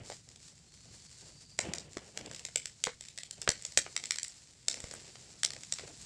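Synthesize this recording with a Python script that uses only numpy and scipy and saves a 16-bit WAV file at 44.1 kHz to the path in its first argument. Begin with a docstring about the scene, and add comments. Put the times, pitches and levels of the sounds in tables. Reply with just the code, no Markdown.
"""Meat over charcoal at night

Fat sizzles close to the microphone: filtered noise and dense ticks that flare as drops flash to steam.
Steam whistles faintly as narrow-band noise; low draught and soft rustles of a hand are shaped noise.
Embers and fat burst as sharp filtered snaps, some with a hollow knock, among faint crackle and flurries.
Dull thumps are decaying sines; a short echo of scattered reflections follows the snaps and knocks."""
import sys
import numpy as np
from scipy import signal
from scipy.fft import rfft, irfft, next_fast_len
from scipy.io import wavfile
from scipy.ndimage import map_coordinates

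SR = 44100
rng = np.random.default_rng(int(sys.argv[2]) if len(sys.argv) > 2 else 0)


def master_out(mix):
    """Clip the mix to full scale and print it as 16-bit PCM to the path in sys.argv[1]."""
    frames = np.transpose(np.atleast_2d(mix))
    ceiling = np.clip(frames, -1, 1)
    pcm = np.round(ceiling * 32767).astype(np.int16)
    wavfile.write(sys.argv[1], SR, pcm)


N = 267069
BURST_SAMPLES = SR // 20
SNAP_WINDOW_SAMPLES = SR // 200  # 5 ms


def amp(db):
    """Decibels to gain."""
    return 10 ** (np.asarray(db) / 20)


def unit(x):
    """Scale to rms 1."""
    return x / np.sqrt(np.mean(x ** 2) + 1e-20)


def along(points, hz):
    """Interpolate (frequency [Hz], value) points on a log frequency axis."""
    point_hz, values = np.transpose(points)
    return np.interp(np.log(hz + 1), np.log(point_hz + 1), values)


def curve(rows):
    """Interpolate (time [s], value) rows to one value per sample."""
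    time_s, values = np.transpose(rows)
    return np.interp(np.arange(N) / SR, time_s, values)


def wobble(knots_per_s):
    """Smooth random curve through normally distributed knots."""
    knots = rng.standard_normal(int(N * knots_per_s / SR) + 4)
    return map_coordinates(knots, [np.arange(N) * knots_per_s / SR])


def held(start_s, length_s, attack_s, t60_s):
    """Envelope with exponential attack, hold and decay."""
    t = np.maximum(np.arange(N) / SR - start_s, 0)
    attack = 1 - np.exp(-t / attack_s)
    return attack * amp(-60 * np.maximum(t - length_s, 0) / t60_s)


def coloured(x, tone, tilt_db_per_octave=0):
    """Minimum-phase filter to the tone, tilted about 4 kHz between 1 and 8 kHz."""
    m = 2 * next_fast_len(len(x))
    hz = np.fft.rfftfreq(m, 1 / SR)
    octaves = np.log2(np.clip(hz, 1000, 8000) / 4000)
    cepstrum = irfft(np.log(amp(along(tone, hz) + tilt_db_per_octave * octaves)))
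    # fold the cepstrum onto positive time: causal response
    cepstrum[1:m // 2] *= 2
    cepstrum[m // 2 + 1:] = 0
    response = np.exp(rfft(cepstrum))
    return irfft(rfft(x, m) * response)[:len(x)]


def add(track, start_s, sound):
    """Mix a sound into the track, cut at the track end."""
    start = max(round(start_s * SR), 0)
    part = track[start:start + len(sound)]
    part += sound[:len(part)]


def ticks(rate_per_s, spread_db):
    """Impulses of random sign at random moments, a few much larger than the rest."""
    chance = rng.random(N)
    size = np.minimum(rng.exponential(size=N), 4)
    sign = rng.choice([-1, 1], N)
    return unit((chance < rate_per_s / SR) * amp(spread_db * size) * sign)


# draught strength: (time [s], level [dB])
RUMBLE_LEVEL = [(0, -64), (2.2, -64), (3.9, -64.5), (4.35, -68), (4.95, -64), (6.06, -61.5)]
# low air spectrum: (frequency [Hz], relative density [dB per Hz])
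RUMBLE_TONE = [(15, -20), (35, -10), (60, -1), (90, -3), (140, 0.5), (220, -9.5), (400, -21), (1000, -57.5)]
RUMBLE_WANDER_DB = 0.9


def rumble():
    """Night air and draught: low noise wandering a little in level."""
    level = amp(curve(RUMBLE_LEVEL) + RUMBLE_WANDER_DB * wobble(4.27))
    return level * unit(coloured(rng.standard_normal(N), RUMBLE_TONE))


# hand movements: (time [s], length [s], scuff level [dB], air push level [dB])
HAND_MOVEMENTS = [(-0.03, 0.036, -54.5, -57.5), (0.265, 0.08, -70, -70), (0.852, 0.065, -67, -60.5),
                  (1.212, 0.041, -60.5, -71), (1.616, 0.088, -45.5, -54), (1.744, 0.14, -61.5, -60),
                  (1.962, 0.08, -55.5, -70), (2.139, 0.15, -53.5, -56), (3.352, 0.21, -62.5, -72),
                  (3.806, 0.27, -63, -77), (4.665, 0.39, -59.5, -75), (5.16, 0.18, -64.5, -73),
                  (5.45, 0.13, -60, -71), (5.79, 0.096, -56, -63), (5.977, 0.08, -63.5, -58)]
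# scuff spectrum: (frequency [Hz], relative density [dB per Hz])
SCUFF_TONE = [(30, -41), (70, 1), (170, -1.5), (400, 1), (700, -2.5), (1200, -13), (3000, -9.5),
              (8000, -59)]
RUSTLE_ATTACK_S, RUSTLE_T60_S, SCUFF_FLOOR_DB = 0.014, 0.56, -74.5


def rustle():
    """Handling: each movement adds uneven scuff noise and a low push of air."""
    scuff_power, push_power = amp(SCUFF_FLOOR_DB) ** 2, 0
    for start_s, length_s, scuff_db, push_db in HAND_MOVEMENTS:
        movement = held(start_s, length_s, RUSTLE_ATTACK_S, RUSTLE_T60_S)
        scuff_power = scuff_power + (amp(scuff_db) * movement) ** 2
        push_power = push_power + (amp(push_db) * movement) ** 2
    uneven_noise = rng.standard_normal(N) * amp(3.2 * wobble(90))
    scuffs = unit(coloured(uneven_noise, SCUFF_TONE))
    push = unit(coloured(rng.standard_normal(N), RUMBLE_TONE))
    return np.sqrt(scuff_power) * scuffs + np.sqrt(push_power) * push


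# handling and air on the microphone:
# (time [s], level before the common gain [dB], frequency [Hz], t60 [s])
THUMPS = [(0.013, -35.5, 110, 0.048), (1.593, -21.5, 620, 0.0073), (1.671, -34, 340, 0.023),
          (1.6854, -31.5, 180, 0.055), (1.969, -22.5, 353, 0.012), (2.871, -37, 428, 0.051),
          (3.39, -39, 131, 0.029), (3.4778, -31, 332, 0.017), (3.489, -9.5, 117, 0.0086),
          (3.775, -38, 138, 0.026), (4.8401, -20, 100, 0.011), (5.836, -40, 455, 0.023)]
THUMP_GAIN_DB = 4.5


def thumps():
    """Dull pushes: softly started, exponentially decaying sines."""
    track = np.zeros(N)
    t = np.arange(BURST_SAMPLES) / SR
    for start_s, level_db, hz, t60_s in THUMPS:
        soft_start = 1 - np.exp(-2 * hz * t)
        decay = amp(level_db + THUMP_GAIN_DB - 60 * t / t60_s)
        add(track, start_s, -decay * soft_start * np.sin(2 * np.pi * hz * t))
    return track


STEAM_START_S, STEAM_END_S, STEAM_ATTACK_S, STEAM_T60_S = 0.62, 1.56, 0.05, 0.1
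STEAM_START_HZ, STEAM_TOP_HZ, STEAM_RISE_HZ_PER_S = 4290, 4690, 540
STEAM_START_DB, STEAM_RISE_DB_PER_S = -71.5, 9


def steam():
    """Steam through a crack in the meat: swelling narrow-band noise climbing to a top pitch."""
    age_s = np.clip(np.arange(N) / SR, STEAM_START_S, STEAM_END_S) - STEAM_START_S
    pitch_hz = np.minimum(STEAM_START_HZ + STEAM_RISE_HZ_PER_S * age_s, STEAM_TOP_HZ)
    phase = 2 * np.pi * np.cumsum(pitch_hz) / SR
    # random quadrature modulation: faster knots widen the band
    core = wobble(260) * np.sin(phase) + wobble(210) * np.cos(phase)
    skirt = wobble(900) * np.sin(phase) + wobble(970) * np.cos(phase)
    jet = held(STEAM_START_S, STEAM_END_S - STEAM_START_S, STEAM_ATTACK_S, STEAM_T60_S)
    level = amp(STEAM_START_DB + STEAM_RISE_DB_PER_S * age_s)
    return jet * level * unit(core + amp(-3) * skirt)


# boiling strength: (time [s], level [dB])
SIZZLE_LEVEL = [(0, -65), (0.3, -61.5), (0.62, -63.5), (0.9, -59), (1.25, -57.5), (1.55, -63.5), (1.9, -61),
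                (2.6, -58), (3.15, -63.5), (3.72, -55), (4.38, -57), (4.6, -64), (4.8, -56.5), (5.33, -58),
                (6.06, -53.5)]
# boiling fat spectrum: (frequency [Hz], relative density [dB per Hz])
SIZZLE_TONE = [(300, -12.5), (1200, -7.5), (2200, -4), (3200, -3.5), (4500, 3.5), (5400, 3.5), (6300, 2.5),
               (7600, 6.5), (8600, -3.5), (9500, -2), (9900, -28), (12000, -21), (13400, -37), (14200, -55)]
# drops flashing to steam on the coals: (time [s], length [s], hiss level [dB])
SPITS = [(0.042, 0.1, -52.5), (0.407, 0.087, -59), (1.576, 0.11, -54.5), (2.57, 0.13, -63),
         (4.684, 0.08, -55), (5.74, 0.06, -57)]
SPIT_ATTACK_S, SPIT_T60_S = 0.005, 0.29


def sizzle():
    """Boiling fat: hiss and the fizz of bursting bubbles, flaring where drops land."""
    flare_power = 0
    for start_s, length_s, hiss_db in SPITS:
        flare = amp(hiss_db) * held(start_s, length_s, SPIT_ATTACK_S, SPIT_T60_S)
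        flare_power = flare_power + flare ** 2
    level = np.sqrt(amp(curve(SIZZLE_LEVEL)) ** 2 + flare_power)
    hiss = rng.standard_normal(N)
    fizz = amp(-5.5) * ticks(rate_per_s=900, spread_db=7)
    flutter = amp(1.7 * wobble(35))
    return level * flutter * unit(coloured(hiss + fizz, SIZZLE_TONE))


# snap spectrum: (frequency [Hz], relative density [dB per Hz])
SNAP_TONE = [(100, -33.5), (1000, -16), (1400, -11), (2000, -2), (2900, -6), (4000, -5), (5300, 0.5),
             (6300, -8), (7500, 3), (8200, -4.5), (8700, -18.5), (9400, -10), (9900, -41), (11500, -27),
             (16000, -54)]
CRACKLE_PER_S, CRACKLE_RMS_DB, CRACKLE_SPREAD_DB = 5.7, -75.5, 0.5


def crackle():
    """Embers: sparse faint ticks with the snap spectrum."""
    return amp(CRACKLE_RMS_DB) * unit(coloured(ticks(CRACKLE_PER_S, CRACKLE_SPREAD_DB), SNAP_TONE))


# fat meeting the coals: (centre time [s], full width at 1/e [s], level [dB])
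FLURRIES = [(0.121, 0.047, -53), (2.35, 0.074, -56.5), (3.044, 0.045, -51), (3.639, 0.095, -53.5),
            (4.13, 0.1, -58), (4.945, 0.59, -58), (5.794, 0.087, -54.5)]


def flurries():
    """Fat on the coals: bell-shaped swells of densely packed tiny snaps."""
    t = np.arange(N) / SR
    swell = 0
    for centre_s, width_s, level_db in FLURRIES:
        swell = swell + amp(level_db) * np.exp(-(2 * (t - centre_s) / width_s) ** 2)
    snaps = ticks(rate_per_s=170, spread_db=1.5)
    return swell * unit(coloured(snaps, SNAP_TONE))


def burst(tone, tilt_db_per_octave, splinter_db, t60_s):
    """Small crack, main break and decaying splinter noise; total energy is 0 dB over 5 ms."""
    t = np.arange(BURST_SAMPLES) / SR
    splinter_envelope = amp(-60 * t / t60_s) * (1 - np.exp(-t / 0.001))
    force = rng.standard_normal(BURST_SAMPLES) * splinter_envelope
    force *= amp(splinter_db) / np.linalg.norm(force)
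    force[0] += 0.3
    force[round(0.0004 * SR)] -= 1
    sound = coloured(force, tone, tilt_db_per_octave)
    return sound / np.linalg.norm(sound) * np.sqrt(SNAP_WINDOW_SAMPLES)


# louder bursts of ember and fat:
# (time [s], snap level over 5 ms [dB], brightness [dB per octave], knock level over 5 ms [dB])
POPS = [(0.1001, -44.5, 3, -39.5), (0.119, -45, -6.5, -43.5), (0.2887, -50.5, 4.5, -74),
        (0.3597, -51, 2, -65), (1.5897, -24.5, -3, -36.5), (1.7358, -31.5, 2.5, -51),
        (1.7834, -37, 1.5, -52), (1.9323, -49, 3.5, -68), (1.9707, -37.5, -5, -43), (2.1744, -34, -1, -47),
        (2.2603, -43.5, 1.5, -63), (2.313, -43.5, -2.5, -49), (2.347, -42, 1.5, -63),
        (2.362, -44.5, 2, -63), (2.394, -44, 3, -65), (2.451, -34, 1.5, -53), (2.4858, -49, -3, -55),
        (2.5584, -23.5, 1, -40), (2.6567, -34, 2, -57.5), (2.839, -24, 2.5, -47), (2.87, -33, -6.5, -30.5),
        (3.0089, -41.5, 5.5, -60.5), (3.085, -44, 2.5, -69), (3.1766, -40, 1.5, -60), (3.1858, -38, 0, -59),
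        (3.2334, -40, 3, -59), (3.3099, -37.5, 4, -60.5), (3.4164, -35.5, 10, -53),
        (3.4217, -44, -2.5, -64), (3.4765, -26, -9.5, -29), (3.4905, -20.5, 2, -34), (3.6232, -44, 8, -70),
        (3.6506, -32.5, 3.5, -51.5), (3.722, -45.5, 4, -66), (3.774, -17, 0.5, -31.5),
        (3.7795, -25, 17, -65), (3.8641, -43.5, -9.5, -44), (3.9644, -27, 0.5, -53),
        (4.0385, -36.5, -1, -56.5), (4.056, -36.5, 4, -63), (4.108, -24.5, 1.5, -55),
        (4.1584, -38, 0.5, -57), (4.1851, -31.5, 1, -76), (4.2308, -31.5, 7.5, -58),
        (4.247, -39.5, 0.5, -69), (4.281, -42.5, 19, -82), (4.6832, -22.5, 2, -42.5),
        (4.742, -37.5, 2, -50.5), (4.8028, -41, 2.5, -71), (4.8408, -42, -2.5, -45),
        (4.9117, -41, 0.5, -53), (4.938, -43, 21, -45), (5.1556, -48.5, -6, -66), (5.433, -25, 1.5, -55),
        (5.4483, -22.5, 1.5, -45.5), (5.5047, -37.5, -1.5, -59), (5.5342, -41, 1, -59),
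        (5.564, -45.5, -3.5, -51.5), (5.6343, -42, -0.5, -66), (5.7237, -27, 3, -49),
        (5.7858, -40.5, -2.5, -60), (5.7948, -44, -6, -50), (6.015, -48.5, 6, -74)]
# grill bowl spectrum: (frequency [Hz], relative density [dB per Hz])
KNOCK_TONE = [(60, -8.5), (200, -8.5), (350, -10.5), (500, 3), (700, 0.5), (1000, -11.5), (1700, -7.5),
              (3000, -19), (8000, -66)]


def pops():
    """Bursts: a bright snap plus a knock in the hollow of the grill bowl."""
    track = np.zeros(N)
    for start_s, snap_db, tilt_db_per_octave, knock_db in POPS:
        snap = amp(snap_db) * burst(SNAP_TONE, tilt_db_per_octave, splinter_db=0, t60_s=0.009)
        knock = amp(knock_db) * burst(KNOCK_TONE, 0, splinter_db=-4.0, t60_s=0.028)
        add(track, start_s, snap + knock)
    return track


# echo decay: (frequency [Hz], t60 [s])
ECHO_T60 = [(100, 0.37), (700, 0.07), (2000, 0.2), (5000, 0.18), (12000, 0.12)]
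ECHO_DB = -8  # against the direct sound


def echo(x, delay_s, grain_db, first_db, count=20):
    """Delayed sparse reflections with frequency-dependent decay, redrawn for each block of input."""
    wet = np.zeros(N)
    step = N // count + 1
    tail_samples = SR // 3
    for start in range(0, N, step):
        reflections = rng.standard_normal(tail_samples) * (rng.random(tail_samples) < 0.06)
        hz, t, spectrum = signal.stft(reflections, SR, nperseg=256)
        early_db = first_db * np.exp(-t / 0.0037)  # nearest surfaces answer most strongly
        uneven_db = grain_db * rng.standard_normal(len(t))
        decay_db = -60 * t / along(ECHO_T60, hz)[:, None]
        tail = signal.istft(spectrum * amp(early_db + uneven_db + decay_db), SR, nperseg=256)[1]
        tail /= np.linalg.norm(tail)
        add(wet, start / SR + delay_s, signal.fftconvolve(x[start:start + step], tail))
    return wet


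def scene():
    """Snaps, knocks and their echo over the unechoed sounds."""
    background = rumble() + rustle() + thumps() + steam() + sizzle()
    direct = crackle() + flurries() + pops()
    wet = amp(ECHO_DB) * echo(direct, delay_s=0.011, grain_db=3.5, first_db=6.5)
    return (background + direct + wet)[None]


BASS_HZ, TOP_HZ = 22, 16500


def record(dry):
    """Microphone: second-order bass loss and a sharp upper band limit."""
    m = next_fast_len(N + SR // 2)
    hz = np.fft.rfftfreq(m, 1 / SR)
    bass_loss = (1j * hz / (BASS_HZ + 1j * hz)) ** 2
    return irfft(rfft(dry, m) * bass_loss * (hz < TOP_HZ), m)[..., :N]


dry = scene()
out = record(dry)
master_out(out)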